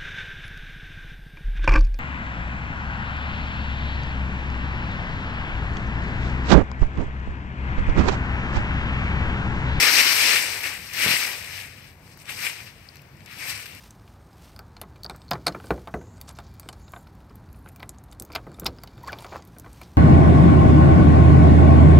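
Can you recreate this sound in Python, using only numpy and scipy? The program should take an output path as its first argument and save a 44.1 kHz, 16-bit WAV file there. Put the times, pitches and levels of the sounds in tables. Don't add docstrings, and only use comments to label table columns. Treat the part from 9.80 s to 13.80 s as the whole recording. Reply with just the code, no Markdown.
import sys
import numpy as np
from scipy import signal
from scipy.fft import rfft, irfft, next_fast_len
from scipy.io import wavfile
from scipy.ndimage import uniform_filter1d

SR = 44100
rng = np.random.default_rng(int(sys.argv[2]) if len(sys.argv) > 2 else 0)


def pcm_store(signal):
    levels = np.round(np.clip(np.atleast_2d(signal), -1, 1) * 32767)
    wavfile.write(sys.argv[1], SR, levels.astype(np.int16).T)


N = 176400
SIZE = next_fast_len(N + 4096)
HZ = np.fft.rfftfreq(SIZE, 1 / SR)


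def amp(db):
    return 10 ** (np.asarray(db) / 20)


def evened(x):
    return x / np.sqrt(np.mean(x ** 2) + 1e-20)


def read(points, hz):
    f, value = np.transpose(points)
    return np.interp(np.log(hz + 1), np.log(f + 1), value)


def add(mix, start_s, sound):
    part = mix[round(start_s * SR):][:len(sound)]
    part += sound[:len(part)]


def hump(hz, centre_hz, octaves):
    return np.exp(-.5 * (np.log2((hz + 1) / centre_hz) / octaves) ** 2)


def causal(db):
    log_gain = np.log(amp(np.concatenate([db, db[-2:0:-1]])))
    return np.exp(np.conj(signal.hilbert(log_gain)))[:len(db)]


def drift(seconds, count):
    width = round(seconds * SR)
    noise = rng.standard_normal((count, N))
    return evened(uniform_filter1d(uniform_filter1d(noise, width), width))


BANDS_HZ = np.geomspace(250, 16000, 45)
BELL_OCT = 0.26
LOW_HZ, TREBLE_HZ, UPPER_HZ = 1100, 4100, 6700
PEAK_CRACKS_PER_S = 3200
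RATE_SHARE = .25
SPREAD_DB = 2.5
CLUMP_DB, CLUMP_S = 0.5, 0.0064
PATCHY_DB, PATCHY_S = 1.1, .04
LAG_S, LAG_SPREAD_S = .00004, .00009
RUSTLE_DB = -9
# (time [s], level before trim [dB], then the tilts against
# that level, each taken from its own median: low mids [dB], lower treble [dB], upper treble [dB])
MOVEMENT = [(0.0, -21.5, -16, -3, -6.5), (0.028, -18.5, -15, -2.5, -5.5), (0.098, -20, -16.5, -1.5, -8.5),
            (0.112, -23, -13.5, 0, -3.5), (0.208, -19.5, -13.5, 0.5, -4.5), (0.22, -24.5, -12, 3, -2),
            (0.276, -20.5, -18, -0.5, -8), (0.28, -21, -16.5, -1, -6), (0.358, -25.5, -15.5, 1.5, -2.5),
            (0.454, -21.5, -15.5, 0, -3.5), (0.542, -20.5, -17.5, -3.5, -8), (0.552, -24.5, -10, -4, -3),
            (0.564, -22, -17, -6, -6.5), (0.616, -28, -14.5, -3, -3.5), (0.804, -36.5, -11, -2.5, -3),
            (0.864, -30, -14, -6, -6.5), (0.972, -40.5, -14.5, -4.5, -3.5), (1.12, -42.5, -17, -3.5, -6.5),
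            (1.135, -37, -14, -1, -5), (1.227, -25, -17, -1.5, -5), (1.269, -25, -11, -6, -6.5),
            (1.319, -22, -19, -5, -7), (1.357, -25.5, -12, -1.5, -6.5), (1.369, -28, -24, -5, -4.5),
            (1.375, -31, -13.5, -1.5, 0), (1.427, -28, -14.5, -3.5, -5), (1.637, -42, -12.5, -3, -3.5),
            (1.803, -40, -13, -3, -4), (1.9, -48, -18, -8.5, -7.5), (1.96, -50, -17, -6, -7),
            (2.08, -52.5, -15, -3, -6.5), (2.174, -71, 7, -5, 2.5), (2.322, -55.5, -7, 0, -4),
            (2.36, -71, 8, 9, 3), (2.418, -51, -11, -2, -1.5), (2.44, -59, -2, -9, -4),
            (2.465, -52, -10, -6, -4), (2.471, -47, -25, -7, -11), (2.495, -35, -16, -13, -6.5),
            (2.567, -43, -12, -0.5, -2), (2.661, -30, -17, -4.5, -4), (2.667, -27, -21, -10, -8),
            (2.679, -33.5, -15, -2.5, -2.5), (2.751, -44.5, -12, -0.5, -5.5), (2.809, -42.5, -17, -4, -6),
            (2.853, -52.5, -6, 1, -1), (2.869, -44.5, -19.5, -4, -8), (2.93, -57, -18, -4, -7),
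            (2.99, -56, -8, -6, -6), (3.174, -58.5, -14, -6, -9), (3.296, -69.5, 1, -8, -2),
            (3.418, -56, -14, -17.5, -11), (3.44, -62, 0, -5, -2), (3.48, -50, -11, -10, -12),
            (3.524, -43, -23, -6, -9.5), (3.582, -45.5, -9, -6, -5), (3.594, -39.5, -14, -4.5, -6.5),
            (3.68, -38, -11, -3, -1), (3.704, -33.5, -15.5, -2, 0), (3.736, -39, -16, -4, -5.5),
            (3.826, -43, -16.5, -6, -3), (3.854, -47.5, -9, -3, -4), (3.86, -36.5, -29, -13, -7.5),
            (3.872, -48, -11, -4, -3), (3.996, -50, -12, -5, -6), (4.0, -54, -14, -4, -4)]
# (frequency [Hz], gain [dB])
LEAF_COLOUR = [(100, -14), (250, 6), (500, 7), (1400, 9), (2300, 11.5), (2900, 12.5), (3400, 13),
               (4500, 10), (5600, 8.5), (6500, 6.5), (9700, 12.5), (10600, 6.5), (12500, 8.5), (14000, 4.5),
               (15700, 2.5)]


def rustle():
    s, level, low, treble, upper = np.transpose(MOVEMENT)
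    t = np.arange(N) / SR
    level_db = np.interp(t, s, level)
    rate_gain = amp(RATE_SHARE * (level_db - level.max()))
    chance_of_crack = PEAK_CRACKS_PER_S * rate_gain / SR
    clump_db = CLUMP_DB * drift(CLUMP_S, count=1) + PATCHY_DB * drift(PATCHY_S, count=9)

    bells = hump(HZ, BANDS_HZ[:, None], BELL_OCT)
    bells /= np.linalg.norm(bells, axis=0) + 1e-9
    sides = np.tile([0, 1, -.5, .5, -1], 9)
    out = np.zeros((2, len(HZ)), complex)
    for k, (centre, bell, side) in enumerate(zip(BANDS_HZ, bells, sides)):
        if centre > UPPER_HZ:
            tilt = upper
        elif centre > TREBLE_HZ:
            tilt = treble
        elif centre < LOW_HZ:
            tilt = low
        else:
            tilt = 0 * low
        tilt_db = np.interp(t, s, tilt - np.median(tilt))
        shape = amp(level_db + tilt_db + clump_db[k // 5]) / np.sqrt(rate_gain)

        chance, size, sign = rng.random((3, N))
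        loudness = amp(-SPREAD_DB * np.log(size + 0.003))
        cracks = (chance < chance_of_crack) * loudness * np.sign(sign - .5)
        cracks /= np.sqrt(np.mean(cracks[:SR // 2] ** 2))
        right = rfft(shape * cracks, SIZE) * bell
        left = right * np.exp(-2j * np.pi * HZ * (LAG_S + side * LAG_SPREAD_S))
        out += [left, right]
    return amp(RUSTLE_DB) * irfft(out * amp(read(LEAF_COLOUR, HZ)), SIZE)[:, :N]


AIR_DB = -49.5
SWELL_DB, PATCH_DB = -0.4, 1.5
# (frequency [Hz], relative density [dB per Hz])
AIR_COLOUR = [(22, -45), (45, -10), (70, -3.5), (100, -0.5), (150, -6), (250, -15), (500, -20.5),
              (1000, -25), (2300, -33.5), (5000, -38), (10000, -45), (16000, -38)]
# (frequency [Hz], shared part [0 to 1])
LIKENESS = [(30, .7), (80, .9), (150, .94), (300, .9), (800, .6), (2000, .3), (5000, .05)]


def air():
    frames, hz = N // 512 + 5, np.fft.rfftfreq(2048, 1 / SR)
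    a, b, c, d, patches = rng.standard_normal((frames, 1025, 5)).T
    patches = uniform_filter1d(patches, 16, 0)
    patches = evened(uniform_filter1d(patches, 8, 1))
    swell = evened(uniform_filter1d(rng.standard_normal(frames), 25))

    same = read(LIKENESS, hz)[:, None]
    left = a + 1j * b
    right = same * left + np.sqrt(1 - same ** 2) * (c + 1j * d)
    gain_db = read(AIR_COLOUR, hz)[:, None] + PATCH_DB * patches + SWELL_DB * swell
    sound = signal.istft(np.array([left, right]) * amp(gain_db), nperseg=2048, noverlap=1536)[1]
    return amp(AIR_DB) * evened(sound[:, :N])


SNAP_T60_S, SNAP_DB = .012, -22
# (time [s], level before trim [dB], pitch [Hz], width [octaves])
LEAF_SNAPS = [(1.136, -23, 7000, 0.94), (1.221, -14, 3000, 0.22), (1.2625, -17, 2500, 0.65),
              (1.366, -14, 2670, 0.32), (1.856, -35, 5000, 1.2), (2.278, -38.5, 3000, 3.9),
              (2.3742, -41, 1290, 0.4), (2.375, -37, 12000, 0.49), (2.390, -48, 4000, .9),
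              (2.401, -37, 9000, .9), (2.417, -42, 7000, 1.1), (2.456, -37, 4000, 1.4),
              (2.648, -26, 2980, 0.96), (2.666, -23, 1870, 0.26), (2.698, -26.5, 3000, 1.6),
              (3.088, -31.5, 4460, 0.13), (3.157, -34, 7000, 2.4), (3.169, -37.5, 4460, 1.8),
              (3.181, -48, 3000, 1.2), (3.194, -42, 2500, 0.49), (3.219, -39, 11000, 0.98),
              (3.289, -53, 5000, .4), (3.370, -45, 8000, .6), (3.406, -43, 2980, .9),
              (3.4605, -33, 5000, 0.93), (3.857, -33, 9000, 1.2), (3.95, -33, 9000, 1.1)]


def snaps():
    out, t = np.zeros(N), np.arange(1024) / SR
    hz = np.fft.rfftfreq(1024, 1 / SR)
    for s, db, pitch_hz, width in LEAF_SNAPS:
        noise = rng.standard_normal(1024)
        coloured = irfft(rfft(noise) * hump(hz, pitch_hz, width))
        tick = coloured * amp(-60 * t / SNAP_T60_S)
        add(out, s, amp(db + SNAP_DB) * evened(tick))
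    return out


# (time [s], level [dB])
LOW_KNOCKS = [(1.253, -30.5), (1.263, -16.5), (1.272, -25), (1.288, -19.5), (1.309, -21.5), (1.339, -25.5)]
# (frequency [Hz], level [dB], decay by 60 dB [s])
KNOCK_RING = [(180, -1.5, 0.023), (273, -12, 0.026), (404, -14, .035)]


def knocks():
    out, t = np.zeros(N), np.arange(3000) / SR
    ring = sum(amp(db - 60 * t / t60) * np.sin(2 * np.pi * hz * t) for hz, db, t60 in KNOCK_RING)
    ring = signal.lfilter(*signal.butter(2, 90, "high", fs=SR), ring)
    for s, db in LOW_KNOCKS:
        add(out, s - .0012, amp(db) * ring)
    return out


def scene():
    return rustle() + snaps() + knocks() + air()


CUT_HZ, EDGE_HZ = 48, 15730
ROOF = 1.3
# (frequency [Hz], gain [dB])
LEFT_PORT = [(300, .3), (800, 2.5), (1300, 5.6), (1800, 13.2), (2300, 15.8), (2900, 11), (3250, 3.5),
             (3600, 2.5), (4000, 6.4), (4900, 9.9), (6000, 8.7), (6700, .4), (8300, 4.2), (9500, -5.8),
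             (10500, -6.3), (11500, -.4), (12600, 7.4), (14000, 2.9), (15500, -3.4)]


def record(dry):
    left = irfft(rfft(dry[0], SIZE) * causal(read(LEFT_PORT, HZ)), SIZE)[:N]
    bass_cut = signal.butter(2, CUT_HZ, "high", fs=SR, output="sos")
    cut = signal.sosfilt(bass_cut, [left, dry[1]])
    rounded = ROOF * np.tanh(cut / ROOF)
    band_limit = signal.firwin(1535, EDGE_HZ, window=("kaiser", 9), fs=SR)
    return signal.oaconvolve(rounded, band_limit[None], "same")


dry = scene()
out = record(dry)
pcm_store(out)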